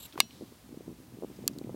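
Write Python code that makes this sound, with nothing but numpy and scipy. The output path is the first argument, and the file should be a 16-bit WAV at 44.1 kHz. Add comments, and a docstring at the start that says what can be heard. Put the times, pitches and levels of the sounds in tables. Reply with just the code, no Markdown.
"""Among boulders on a quiet wooded mountainside, eddies of light wind buffet the microphone in low puffs
over a soft hiss. After a brief scuff of friction and a few ticks, something small and hard snaps close by:
the impact excites its modes, which ring faintly like metal, and the sound echoes off the slope.
A second, thinner click follows over a second later, with a little tick after it."""
import sys
import numpy as np
from scipy import signal
from scipy.fft import rfft, irfft
from scipy.io import wavfile

SR = 44100
rng = np.random.default_rng(int(sys.argv[2]) if len(sys.argv) > 2 else 0)


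def master(y):
    """Save y as 16-bit WAV."""
    cut = np.clip(np.atleast_2d(y).T, -1, 1)
    pcm = np.round(cut * 32767)  # scale
    wavfile.write(sys.argv[1], SR, pcm.astype(np.int16))


N = 77175
T = np.arange(N) / SR

# the impact behind the snap and its echoes: start_s, level_db
SNAP_IMPACT = [(0.2027, 0.5)]


def from_db(db):
    """Amplitude ratio: a factor of ten for every 20 dB."""
    return 10 ** (np.asarray(db) / 20)


def rms_one(x):
    """Normalisation to unit mean power."""
    return x / np.sqrt(np.mean(x ** 2) + 1e-20)


def band(x, low_hz, high_hz):
    """Butterworth band-pass filtering."""
    high = min(high_hz, .45 * SR)
    sections = signal.butter(2, [min(low_hz, .9 * high), high], "band", fs=SR, output="sos")
    return signal.sosfilt(sections, x + 1e-18)


def noise(colour):
    """Spectral shaping of white noise, at unit power."""
    hz, db = np.transpose(colour)
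    bins_hz = np.maximum(np.fft.rfftfreq(N, 1 / SR), 1)
    gain = from_db(np.interp(np.log(bins_hz), np.log(hz), db))
    return rms_one(irfft(rfft(rng.standard_normal(N)) * gain, N))


def drift(rate_hz):
    """Low-pass filtering turns noise into a random wander of unit power."""
    pole = np.exp(-2 * np.pi * rate_hz / SR)
    return rms_one(signal.lfilter([1], [1, -2 * pole, pole * pole], rng.standard_normal(2 * N))[N:])


def decay(start_s, t60_s):
    """Exponential decay from a sudden onset, 60 dB in t60_s."""
    return (T >= start_s) * np.exp(-np.log(1000) * np.maximum(T - start_s, 0) / t60_s)


def ring(force, modes):
    """Modal superposition: damped resonators driven by one force add with alternating signs."""
    out = np.zeros(N)
    for k, (hz, db, t60_s) in enumerate(modes):
        radius, angle = np.exp(-np.log(1000) / (t60_s * SR)), 2 * np.pi * hz / SR
        feedback = [1, -2 * radius * np.cos(angle), radius * radius]
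        out += (-1) ** k * from_db(db) * signal.lfilter([0, np.sin(angle)], feedback, force + 1e-18)
    return out


def eddy(centre_s, hz, half_width_cycles=0.41):
    """A passing eddy makes one short swing of pressure."""
    cycles = (T - centre_s) * hz
    return np.sin(2 * np.pi * cycles) / np.cosh(np.clip(2 * cycles / half_width_cycles, -50, 50)) ** .5


def wind(lumpy_db=3, strong_puff_db=-27, edge_ratio=2.1):
    """Turbulence at the microphone: a lumpy rumble, and puffs that are sharper the stronger they are."""
    # strength of the rumble: time_s, level_db
    strength = [(0, -57), (.12, -66.5), (.23, -48), (.28, -62.5), (.35, -52.5), (.43, -53.5), (.49, -58.5),
                (.52, -59), (.6, -66), (.71, -51), (.84, -54.5), (.9, -49), (.98, -56.5), (1.1, -53),
                (1.25, -50), (1.35, -52), (1.45, -46.5), (1.58, -51), (1.75, -46)]
    # its spectrum: frequency_hz, relative_db
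    colour = [(20, -38), (35, -39), (60, -17.5), (120, 3.5), (260, 3.5), (400, -8), (600, -16.5),
              (1000, -21), (2500, -46)]
    # single eddies: centre_s, level_db, pitch_hz
    puffs = [(0.143, -43.5, 306), (0.159, -38.5, 330), (0.162, -35.5, 302), (0.19, -31, 397),
             (0.4115, -32.5, 350), (0.4219, -33, 387), (0.428, -33, 284), (0.437, -34, 227),
             (0.488, -48, 131), (0.524, -40.5, 337), (0.693, -41.5, 288), (0.712, -44, 260),
             (0.729, -35, 264), (0.745, -37, 400), (0.775, -33, 286), (0.8086, -34, 387),
             (0.881, -29.5, 274), (0.893, -34.5, 212), (0.902, -39, 278), (0.916, -37.5, 304),
             (0.928, -38.5, 302), (1.003, -42.5, 305), (1.157, -44.5, 267), (1.173, -39.5, 350),
             (1.188, -35, 288), (1.2247, -28.5, 430), (1.231, -33, 333), (1.2359, -26.5, 390),
             (1.2469, -26.5, 363), (1.257, -41, 243), (1.302, -37, 352), (1.316, -36, 254),
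             (1.391, -34.5, 376), (1.431, -36, 234), (1.442, -34, 390), (1.457, -40, 255),
             (1.469, -33.5, 314), (1.499, -32, 260), (1.514, -33, 258), (1.554, -39, 304),
             (1.564, -34, 300), (1.578, -33, 269), (1.59, -35.5, 308), (1.615, -29, 324),
             (1.647, -30.5, 269), (1.673, -34.5, 387), (1.6951, -29.5, 443), (1.701, -34, 412),
             (1.746, -28.5, 312)]
    lumps = from_db(lumpy_db * np.tanh(drift(66)))
    out = from_db(np.interp(T, *np.transpose(strength))) * rms_one(noise(colour) * lumps)
    for centre_s, db, hz in puffs:
        edge_db = -42.5 + 2.5 * (db - strong_puff_db)
        out += from_db(db) * eddy(centre_s, hz) + from_db(edge_db) * eddy(centre_s, edge_ratio * hz)
    return out


def hiss(level_db=-59):
    """Stationary broadband noise makes a soft, even background."""
    # background spectrum: frequency_hz, relative_db
    colour = [(20, -38), (60, 15), (200, 2.5), (700, -1.5), (1500, -7), (3000, -8.5), (6000, -10.5),
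              (12000, -12), (16000, -13)]
    return from_db(level_db) * noise(colour)


def swells(strokes):
    """Gaussian envelopes give each stroke a smooth rise and fall."""
    return sum(from_db(db) * np.exp(-((T - centre_s) / width_s) ** 2) for centre_s, width_s, db in strokes)


def scuff(rough_db=2.0):
    """Uneven friction drives a few broad resonances, beside softer rustling."""
    # rubbing strokes: centre_s, half_width_s, level_db
    strokes = [(.006, 0.0064, -48), (0.031, 0.016, -48), (.058, 0.0084, -46.5)]
    # rubbed resonances: pitch_hz, gain_db, t60_s
    modes = [(850, -1.5, 0.0022), (2820, -3, 0.0071), (3900, 1.5, 0.0057), (7580, -1, 0.01),
             (8800, -4.5, 0.0043), (11600, 2.5, 0.0057), (14300, -0.5, .003)]
    # soft rustles: centre_s, half_width_s, level_db
    rustles = [(.08, 0.049, -58.5), (.14, 0.012, -59.5), (.192, 0.019, -51.5), (1.39, 0.15, -63.5)]
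    # their spectrum: frequency_hz, relative_db
    rustle_colour = [(200, -1), (1000, 1.5), (3500, -0.5), (8000, -7.5), (15000, -8)]
    friction = rng.standard_normal(N) * from_db(rough_db * drift(250))
    return swells(strokes) * rms_one(ring(friction, modes)) + swells(rustles) * noise(rustle_colour)


def ticks(band_ratio=1.4, grit_db=-16, tone_db=-1):
    """Damped resonance: each small grating contact leaves a tone, noise around it and broad grit."""
    # gritty contacts: start_s, level_db, pitch_hz, t60_s
    contacts = [(0.0592, -44, 14500, 0.0072), (0.125, -51, 3290, 0.061), (0.156, -44.5, 1410, 0.012),
                (0.1773, -33.5, 1016, 0.022), (0.1778, -48, 3000, 0.045), (0.308, -53, 3000, 0.023),
                (1.359, -64.5, 5000, 0.086), (1.534, -55.5, 4900, 0.025), (1.5861, -43, 3820, 0.0087),
                (1.64, -53, 2010, 0.011)]
    out = np.zeros(N)
    for start_s, db, hz, t60_s in contacts:
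        white = rng.standard_normal(N)
        tone = from_db(tone_db) * np.sin(2 * np.pi * hz * (T - start_s))
        rasp = rms_one(band(white, hz / band_ratio, hz * band_ratio))
        out += from_db(db) * decay(start_s, t60_s) * (tone + rasp + from_db(grit_db) * white)
    return out


def blows(impacts, rebound_s, rebound_db=-8):
    """Impulsive force: one pulse for each contact and a weaker one for its rebound."""
    force = np.zeros(N)
    for start_s, db in impacts:
        onset = int(start_s * SR)
        force[onset] += from_db(db)
        force[onset + round(rebound_s * SR)] += from_db(db + rebound_db)
    return force


def crack(impacts, gain_db, t60_s, low_hz, high_hz):
    """Exponentially damped band noise gives each contact its dense rattle."""
    envelope = sum(from_db(db + gain_db) * decay(start_s, t60_s) for start_s, db in impacts)
    return band(envelope * rng.choice([-1, 1], N), low_hz, high_hz)


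def snap():
    """Free vibration after a hard impact: a short ring, a metallic tail, a low knock and a bright crack."""
    # heavily damped body modes: pitch_hz, gain_db, t60_s
    body_modes = [(837, -10.5, 0.0093), (1151, -14, 0.017), (1666, -29.5, 0.028), (2170, -16.5, 0.023),
                  (2490, -10.5, 0.0095), (2847, -13.5, 0.027), (3330, -39.5, 0.053), (3685, -16, 0.018),
                  (4170, -11, 0.013), (4716, -11.5, 0.016), (6060, -12, 0.011), (7890, -12.5, .0125),
                  (9850, -13.5, 0.0065), (12570, -15, 0.0065), (15300, -23, 0.0093)]
    # lightly damped metallic modes: pitch_hz, level_db, t60_s
    tail_modes = [(2640, -44, .14), (2965, -56, .4), (3290, -53, .13), (3750, -50, .14), (3995, -56, .28),
                  (4242, -46.5, .19), (4850, -50, .12), (5722, -45, .25), (7080, -52, .15),
                  (8250, -52, .08)]
    start_s = SNAP_IMPACT[0][0]
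    body = band(ring(blows(SNAP_IMPACT, rebound_s=.00056), body_modes), low_hz=232, high_hz=19500)
    tail = sum(from_db(db) * np.sin(2 * np.pi * hz * (T - start_s)) * decay(start_s, t60_s)
               for hz, db, t60_s in tail_modes)
    knock = crack(SNAP_IMPACT, gain_db=-22, t60_s=0.044, low_hz=200, high_hz=564)
    bright = crack(SNAP_IMPACT, gain_db=-16.5, t60_s=0.018, low_hz=2030, high_hz=15000)
    return body + tail + knock + bright


def echoes(near_db=-46, far_db=-58.5, delay_s=0.075, rise_s=0.05):
    """Diffuse reflection: the snap returns as dying noise from nearby rocks, then from trees and slope."""
    # scattered spectrum: frequency_hz, relative_db
    colour = [(300, -15), (1100, -0.5), (1800, -7), (2900, -3), (4200, 2.5), (5500, -3.5), (8000, -10),
              (15000, -14)]
    start_s = SNAP_IMPACT[0][0]
    near = decay(start_s, t60_s=.12)
    far = np.clip((T - start_s - delay_s) / rise_s, 0, 1) * decay(start_s + delay_s, t60_s=1.65)
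    return noise(colour) * (from_db(far_db) * far + from_db(near_db) * near)


def clicks():
    """Impacts on high, heavily damped modes sound thin and brief."""
    # the click and its little tick: start_s, level_db
    impacts = [(1.4779, -0.5), (1.5862, -30)]
    # struck modes: pitch_hz, gain_db, t60_s
    modes = [(1184, -35, 0.028), (2350, -40, 0.0075), (2620, -37, 0.026), (3260, -21, 0.011),
             (4490, -17, 0.0071), (5680, -17.5, 0.0072), (6890, -18, 0.0067), (7800, -12, 0.0076),
             (10330, -15, 0.0028), (12100, -14.5, 0.0087), (14200, -11.5, 0.0024)]
    body = ring(blows(impacts, rebound_s=.00045), modes)
    return body + crack(impacts, gain_db=-29.5, t60_s=0.025, low_hz=1210, high_hz=7000)


def scene():
    """Superposition: the pressures of all sources add in one channel."""
    return (wind() + hiss() + scuff() + ticks() + snap() + echoes() + clicks())[None]


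def record(dry, ceiling=0.78, stopband_hz=16700):
    """Soft saturation in the microphone rounds the peaks; a low-pass filter cuts the highest treble."""
    rounded = ceiling * np.tanh(dry / ceiling)
    return signal.sosfilt(signal.cheby2(16, 60, stopband_hz, fs=SR, output="sos"), rounded)


dry = scene()
out = record(dry)
master(out)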